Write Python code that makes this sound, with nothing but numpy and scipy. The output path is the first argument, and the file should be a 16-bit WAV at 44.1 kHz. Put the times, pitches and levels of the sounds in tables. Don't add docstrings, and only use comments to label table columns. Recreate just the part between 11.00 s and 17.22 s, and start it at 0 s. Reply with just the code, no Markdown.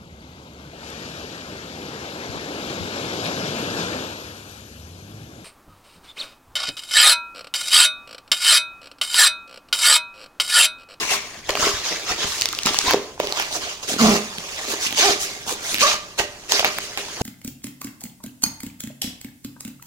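import sys
import numpy as np
from scipy import signal
from scipy.fft import rfft, irfft, next_fast_len
from scipy.io import wavfile
from scipy.ndimage import uniform_filter1d, map_coordinates

SR = 44100
rng = np.random.default_rng(int(sys.argv[2]) if len(sys.argv) > 2 else 0)


def persist_wave(psi):
    counts = np.round(np.clip(psi, -1, 1) * 32767).astype(np.int16)
    wavfile.write(sys.argv[1], SR, np.atleast_2d(counts).T)


N = 274302
TIME = np.arange(N) / SR

# frequency_hz, density_db (per Hz)
SCRAPE_SPECTRUM = [(300, -61), (900, -7.5), (1500, -3), (2200, -0.75), (4800, 0.5), (6600, -1), (8200, -13),
                   (10000, -15.5), (11500, -22.5), (16000, -26)]


def gain_of(db):
    return 10 ** (np.asarray(db) / 20)


def evened(x):
    return x / np.sqrt(np.mean(x ** 2) + 1e-20)


def read(points, hz):
    f, value = np.transpose(points)
    return np.interp(np.log(hz + 1), np.log(f), value)


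def curves(rows, t=TIME):
    s, *columns = np.transpose(rows)
    return [np.interp(t, s, c) for c in columns]


def add(mix, s, sound):
    part = mix[:, round(s * SR):][:, :sound.shape[-1]]
    part += sound[..., :part.shape[1]]


def colour(x, points):
    n = x.shape[-1]
    size = next_fast_len(n)
    gain = gain_of(read(points, np.fft.rfftfreq(size, 1 / SR)))
    return irfft(rfft(x, size) * gain, size)[..., :n]


def pair(n):
    # frequency_hz, correlation (0 to 1)
    likeness = [(40, 1), (80, 0.81), (150, 0.89), (700, 0.93), (1400, 0.55), (5000, 0.11)]
    a, b = rfft(rng.standard_normal((2, n)))
    same = np.clip(read(likeness, np.fft.rfftfreq(n, 1 / SR)), 0, 1)
    mid = a * np.sqrt((1 + same) / 2)
    side = b * np.sqrt((1 - same) / 2)
    return irfft(np.array([mid + side, mid - side]), n)


def rumble(level_db=-50):
    # frequency_hz, density_db (per Hz)
    rumble_spectrum = [(20, -2), (100, 4), (200, 0), (600, -7), (16000, -64)]
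    return gain_of(level_db) * evened(colour(pair(N), rumble_spectrum))


def room(x, gap_s=0.011, standing_t60=0.43):
    # frequency_hz, t60_s, level_db
    bands = [(148, 0.19, -5), (260, 0.7, -1.5), (480, 0.63, -10.5), (1200, 0.59, -9.5), (2950, 0.34, -5.5),
             (14000, 0.54, -17)]
    # pitch_hz, level_db
    standing = [(405, -61), (444, -63), (590, -55.5), (615, -60), (1170, -61), (1205, -60)]
    bin_hz, t, z = signal.stft(pair(SR * 3 // 4), SR, nperseg=256)
    t60, wet_db = (read(np.array(bands)[:, [0, column]], bin_hz)[:, None] for column in (1, 2))
    energy = t60 * SR / np.log(1e6)
    decaying = z * gain_of(wet_db - 60 * t / t60) / np.sqrt(energy)
    tail = signal.istft(decaying, SR, nperseg=256)[1]
    t = np.arange(tail.shape[1]) / SR
    for hz, standing_db in standing:
        tail += gain_of(standing_db - 60 * t / standing_t60) * np.cos(2 * np.pi * hz * t)
    fade_in = 1 - np.exp(-(t / gap_s) ** 2)
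    return signal.fftconvolve(x, tail * fade_in, axes=1)[:, :N]


def bump(db, hz=75, decay_s=0.0037, rise_s=0.00075):
    t = np.arange(0, 6 * decay_s, 1 / SR)
    envelope = (1 - np.exp(-t / rise_s)) * np.exp(-t / decay_s)
    return gain_of(db) * 2 * np.sin(2 * np.pi * hz * t) * envelope


def hollow(x, fade_s=0.51):
    # pitch_hz, width_hz, level_db
    resonances = [(1080, 110, 4), (2230, 720, 2)]
    ring = 0
    for hz, width_hz, db in resonances:
        ring = ring + gain_of(db) * signal.lfilter(*signal.iirpeak(hz, hz / width_hz, SR), x)
    return ring * np.exp(-(TIME / fade_s) ** 2)


def knock(db, hz, cycles=0.76, upper=1.567, upper_db=-8, rise_s=0.0014):
    t = np.arange(1800) / SR
    modes = np.sin(2 * np.pi * hz * t) + gain_of(upper_db) * np.sin(2 * np.pi * upper * hz * t)
    ring = modes * np.exp(-t * hz / cycles) * (1 - np.exp(-t / rise_s))
    ring = signal.lfilter(*signal.butter(1, hz / 2, "high", fs=SR), ring)
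    return gain_of(db) * ring / np.sqrt((ring ** 2).sum() / (.006 * SR))


def click(db, hz, decay_s=0.00083, rattle_db=-11, width_share=1.0, crack_db=-15):
    t = np.arange(500) / SR
    burst = (t == 0) + gain_of(rattle_db) * pair(len(t)) * np.exp(-t / decay_s)
    b, a = signal.iirpeak(hz, 1 / width_share, SR)
    resonance = signal.lfilter(b, a, signal.lfilter(b, a, burst))
    tick = resonance + gain_of(crack_db) * burst
    tick /= np.sqrt((tick ** 2).sum(1, keepdims=True) / (.004 * SR))
    return tick * gain_of(db)


def grains(per_s, spread_db, decay_s, count=24):
    t = np.arange(400) / SR
    out, total = np.zeros((2, N + len(t))), int(per_s * N / SR)
    bursts = [pair(len(t)) * np.exp(-t / decay_s) for _ in range(count)]
    when, chance, shape = rng.random((total, 3)).T
    size = gain_of(spread_db * np.minimum(-np.log(1 - chance), 4))
    for k, burst in enumerate(bursts):
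        mine = (shape * count).astype(int) == k
        starts = (when[mine] * N).astype(int)
        at = (starts[:, None] + np.arange(len(t))).ravel()
        for ear in range(2):
            out[ear] += np.bincount(at, np.outer(size[mine], burst[ear]).ravel(), out.shape[1])
    return evened(out[:, :N])


def patchy(x, patch_db=3.0, lasting_frames=6, wide_bins=4):
    hz, t, z = signal.stft(x, SR, nperseg=512, noverlap=384)
    field = rng.standard_normal(z.shape[1:])
    for _ in range(2):
        field = uniform_filter1d(field, wide_bins, 0)
        field = uniform_filter1d(field, lasting_frames, 1)
    depth = .5 + 1 / (1 + (hz[:, None] / 3500) ** 2)
    gain = gain_of(patch_db * evened(field) * depth)
    gain /= np.sqrt((gain ** 2).mean(1, keepdims=True))
    return signal.istft(z * gain, SR, nperseg=512, noverlap=384)[1][:, :N]


def effort(sag_db=3.5, release_s=0.021, grip_shell_db=-8, grip_fizz_db=5):
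    # start_s, length_s, attack_s,
    # scrape_db, shell_db (over the scrape), fizz_db (extra treble)
    strokes = [(0.0, 0.13, 0.013, -31, -3.5, 11), (0.075, 0.069, 0.055, -18, -5, 10),
               (0.485, 0.014, 0.01, -20, -3.5, -8), (0.537, 0.16, 0.11, -16, -5.5, 2.5),
               (0.715, 0.087, 0.011, -27, -24, 1.5), (0.81, 0.15, 0.053, -21.5, -12, -2),
               (1.044, 0.074, 0.085, -16, -11.5, -1.5), (1.144, 0.098, 0.12, -16, -11, -4),
               (1.248, 0.19, 0.026, -26, -31, 9), (1.639, 0.054, 0.039, -16.5, -6, 0),
               (1.705, 0.22, 0.03, -24, -14, 4.5), (1.82, 0.11, 0.076, -17, -4, -8),
               (2.19, 0.21, 0.0082, -30.5, -3.5, -1), (2.333, 0.083, 0.056, -22, -4.5, -4),
               (2.494, 0.072, 0.062, -21, -7.5, 6), (2.598, 0.13, 0.025, -27.5, -9.5, -1),
               (2.818, 0.031, 0.018, -27, -9, 4), (2.868, 0.072, 0.026, -21.5, -9.5, 9),
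               (2.969, 0.2, 0.044, -17.5, -2.5, 2.5), (3.653, 0.074, 0.079, -23.5, 2, 12.5),
               (3.783, 0.088, 0.062, -20, -31, 8.5), (3.948, 0.18, 0.047, -13, -11, 2.5),
               (4.183, 0.062, 0.035, -23.5, -37, 13.5), (4.446, 0.08, 0.068, -23, -2, 11.5),
               (4.564, 0.19, 0.18, -22.5, -11, 10), (4.784, 0.053, 0.036, -11.5, -13.5, 4),
               (4.839, 0.099, 0.034, -15.5, -11.5, 1.5), (5.173, 0.021, 0.028, -12, -3.5, 4.5),
               (5.476, 0.13, 0.054, -17, -13.5, 3.5), (5.646, 0.027, 0.013, -19, -6, -8),
               (5.8, 0.061, 0.039, -29, -23, 8.5), (5.969, 0.043, 0.015, -29, -2.5, 8),
               (6.195, 0.042, 0.036, -24, 5, -1)]
    # time_s, level_db (before the same trims)
    grip_levels = [(0.0, -26), (0.2, -36), (0.39, -41), (0.43, -45.5), (0.5, -33.5), (1.02, -33.5),
                   (1.54, -33.5), (1.97, -37), (2.17, -47.5), (2.4, -31), (2.8, -41), (3.21, -32.5),
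                   (3.33, -35.5), (3.61, -30), (4.34, -33), (4.41, -37), (5.1, -43), (5.42, -43),
                   (5.72, -31.5), (5.91, -37.5), (6.2, -33)]
    grip = gain_of(curves(grip_levels)[0])
    power = np.outer(gain_of([0, grip_shell_db, grip_fizz_db]), grip) ** 2
    for start, length, attack, db, shell_db, fizz_db in strokes:
        t = np.arange(0, length + 10 * release_s, 1 / SR)
        swell = np.sin(np.pi / 2 * np.minimum(t / attack, 1)) ** 2
        sag = gain_of(db - sag_db * np.minimum(t / length, 1))
        level = swell * sag * np.exp(-np.maximum(t - length, 0) / release_s)
        add(power, start, np.outer(gain_of([0, shell_db, fizz_db]), level) ** 2)
    scrape, shell, fizz = 10 * np.log10(power)
    return scrape, shell, fizz - scrape


def rubbing(grain_share=0.44, drum_share=0.6, scrape_db=-1.27, shell_db=-1.5, fizz_hz=7500):
    # frequency_hz, density_db (per Hz)
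    shell_spectrum = [(40, -7.5), (140, -15.5), (260, -3.5), (410, 2.5), (550, 0), (740, 4), (900, -1),
                      (1130, -1), (1400, -10.5), (3500, -23.5)]
    scrape_level, shell_level, fizz_db = effort()
    slips = grains(per_s=1800, spread_db=3, decay_s=0.00098)
    scrape = evened(colour(grain_share * slips + (1 - grain_share) * pair(N), SCRAPE_SPECTRUM))
    treble = signal.butter(3, fizz_hz, "high", fs=SR, output="sos")
    fizz = signal.sosfiltfilt(treble, scrape)
    scrape = scrape + (gain_of(fizz_db) - 1) * fizz
    shell = evened(colour(drum_share * slips + (1 - drum_share) * pair(N), shell_spectrum))
    scraping = patchy(scrape) * gain_of(scrape_level + scrape_db)
    drumming = patchy(shell) * gain_of(shell_level + shell_db)
    return scraping + drumming


def creep(start, length, per_s, tick_db, knock_db, knock_trim_db=0, uneven=0.45, spread_db=6.5):
    teeth = np.zeros((2, round((length + .1) * SR)))
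    s = 0
    while s < length:
        late, strong = rng.uniform(-0.8, 1, 2)
        add(teeth, s, click(tick_db + spread_db * strong, hz=2660))
        add(teeth, s, knock(knock_db + spread_db * strong, hz=270))
        s += np.exp(uneven * late) / per_s
    return start, teeth


def ridge_run(db, attack_s, release_s, panel_hz, skirt_db, speed, jitter, sag_db=5.5, shimmer_db=2.4,
              width_share=0.37, fall_hz=1400, rasp_db=-12, rasp_turns=0.15, count=12):
    t = np.arange(speed[0][0], speed[-1][0], 1 / SR)
    rate, = curves(speed, t)
    level = gain_of(db - sag_db * np.linspace(0, 1, len(t)) ** 2)
    level *= np.minimum((t - t[0]) / attack_s, 1) ** 2
    level *= np.minimum((t[-1] - t) / release_s, 1)
    noise = rng.standard_normal((count + 1, len(t)))
    wander = evened(signal.lfilter(*signal.butter(2, 70, fs=SR), noise))
    turns = np.cumsum(rate * (1 + jitter * wander[0])) / SR
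    k = np.arange(1, count + 1)[:, None]
    partial_hz = k * rate
    panel = 1 / (1 + 1j * (partial_hz / panel_hz - panel_hz / partial_hz) / width_share)
    response = (panel + gain_of(skirt_db)) / (1 + (partial_hz / fall_hz) ** 4)
    response = response * gain_of(shimmer_db * wander[1:])
    scatter = rng.random((count, 1))
    buzz = evened((response * np.exp(2j * np.pi * (k * turns + scatter))).real.sum(0))
    rasp = evened(colour(pair(len(t)) * np.exp(-(turns % 1) / rasp_turns), SCRAPE_SPECTRUM))
    return t[0], (buzz + gain_of(rasp_db) * rasp) * level


def scene(knock_db=-1):
    # start_s, level_db
    bumps = [(0.5, -30), (0.629, -25), (0.74, -25.5), (1.109, -29), (1.251, -27), (1.659, -29),
             (1.877, -24), (5.199, -27), (6.209, -21)]
    # start_s, level_db (before the trim knock_db), pitch_hz
    knocks = [(0.1215, -29, 810), (0.493, -26, 714), (0.4961, -17.5, 550), (0.553, -21.5, 690),
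              (0.573, -23.5, 1150), (0.669, -17, 420), (1.244, -29.5, 181), (1.533, -26, 1290),
              (1.6563, -22, 246), (1.6706, -17.5, 1250), (1.744, -22.5, 1060), (1.7885, -28, 940),
              (1.9081, -18.5, 890), (1.9358, -16.5, 580), (1.9431, -9, 446), (2.178, -38, 895),
              (2.2007, -14, 580), (2.3238, -27.5, 700), (2.3986, -21, 900), (3.383, -33, 190),
              (3.997, -25.5, 516), (4.1079, -22.5, 420), (5.2022, -21, 730), (5.5208, -18, 930),
              (5.5939, -19, 680), (5.604, -20.5, 630), (5.6288, -21.5, 780), (5.646, -17, 780),
              (5.652, -26.5, 696), (5.7856, -26.5, 900), (5.9744, -33, 750), (6.2131, -18.5, 198)]
    # start_s, level_db, centre_hz
    clicks = [(0.1203, -24, 3000), (0.493, -20, 2590), (0.506, -20, 4200), (0.5533, -18.5, 2540),
              (0.5725, -25, 2270), (1.4119, -16, 4640), (1.42, -13, 3960), (1.457, -13, 3970),
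              (1.4886, -21, 4400), (1.5286, -23, 4340), (1.5497, -25, 5500), (1.5888, -18.5, 3370),
              (1.6336, -21, 5240), (1.656, -22, 3530), (1.6608, -14, 5700), (1.6713, -20, 5100),
              (1.6763, -24, 3780), (1.745, -20, 4050), (1.7883, -7.5, 5560), (1.9096, -14, 2460),
              (1.9358, -17, 3600), (2.2005, -22.5, 2920), (2.2719, -23, 2950), (2.3241, -18.5, 3760),
              (2.3992, -19, 2100), (2.4232, -23, 2390), (3.384, -24.5, 3000), (5.5208, -8, 4340),
              (5.595, -13.5, 2920), (5.6464, -8.5, 2200), (5.6513, -18, 2800), (5.6753, -29, 2200),
              (5.7854, -19, 2000), (5.9746, -19.5, 2230)]
    # start_s, length_s, teeth_per_s, tick_db, knock_db
    creeps = [(2.894, 0.091, 55, -36, -28), (3.866, 0.09, 56, -28, -40.5), (4.744, 0.075, 100, -21, -40)]
    # level_db (of the buzz, before its envelope), attack_s, release_s, panel_hz (resonance),
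    # skirt_db (partials outside it), speed [(time_s, ridges_per_s), ..], jitter (share of the speed)
    runs = [(-23.5, 0.022, 0.02, 1000, -14, [(1.85, 930), (1.9, 1080), (1.937, 950)], 0.022),
            (-13.5, 0.04, 0.05, 250, -18, [(2.98, 160), (3.02, 255), (3.037, 203), (3.06, 222),
            (3.085, 222), (3.125, 203), (3.17, 160)], 0.04), (-17, 0.03, 0.035, 660, -11, [(4.01, 300),
            (4.027, 330), (4.043, 385), (4.06, 410), (4.08, 392), (4.1, 325), (4.125, 300)], 0.007),
            (-13, 0.018, 0.015, 1220, -19, [(4.812, 270), (4.827, 560), (4.838, 610), (4.85, 545),
            (4.865, 595), (4.882, 600)], 0.008)]
    # time_s, left_lag (samples), left_over_right_db
    hands = [(0, -6, 3), (0.6, 2.5, 0), (1.2, 2.5, -1), (1.7, -3.5, 0), (2.3, 8, -2), (3.75, 7.5, -2),
             (4.1, 7.5, -1.7), (5.7, 6.5, -2), (6, 4, -1)]
    case = rubbing()
    case += hollow(case)
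    for row in runs:
        add(case, *ridge_run(*row))
    for row in creeps:
        add(case, *creep(*row))
    for s, db, hz in clicks:
        add(case, s, click(db, hz))
    for s, db, hz in knocks:
        add(case, s, knock(db + knock_db, hz))
    for s, db in bumps:
        add(case, s, bump(db))
    lag, pan_db = curves(hands)
    case[0] = map_coordinates(case[0], [np.arange(N) - lag], order=5)
    case *= gain_of(np.array([pan_db, -pan_db]) / 2)
    return case + room(case) + rumble()


def record(dry, balance_db=-0.43, edge_hz=15950):
    balance = gain_of(np.array([[balance_db], [-balance_db]]) / 2)
    loud = np.clip(dry * balance, -1, 1)
    low_pass = signal.firwin(511, edge_hz, window=("kaiser", 9), fs=SR)
    return signal.oaconvolve(loud, low_pass[None], "same")


dry = scene()
out = record(dry)
persist_wave(out)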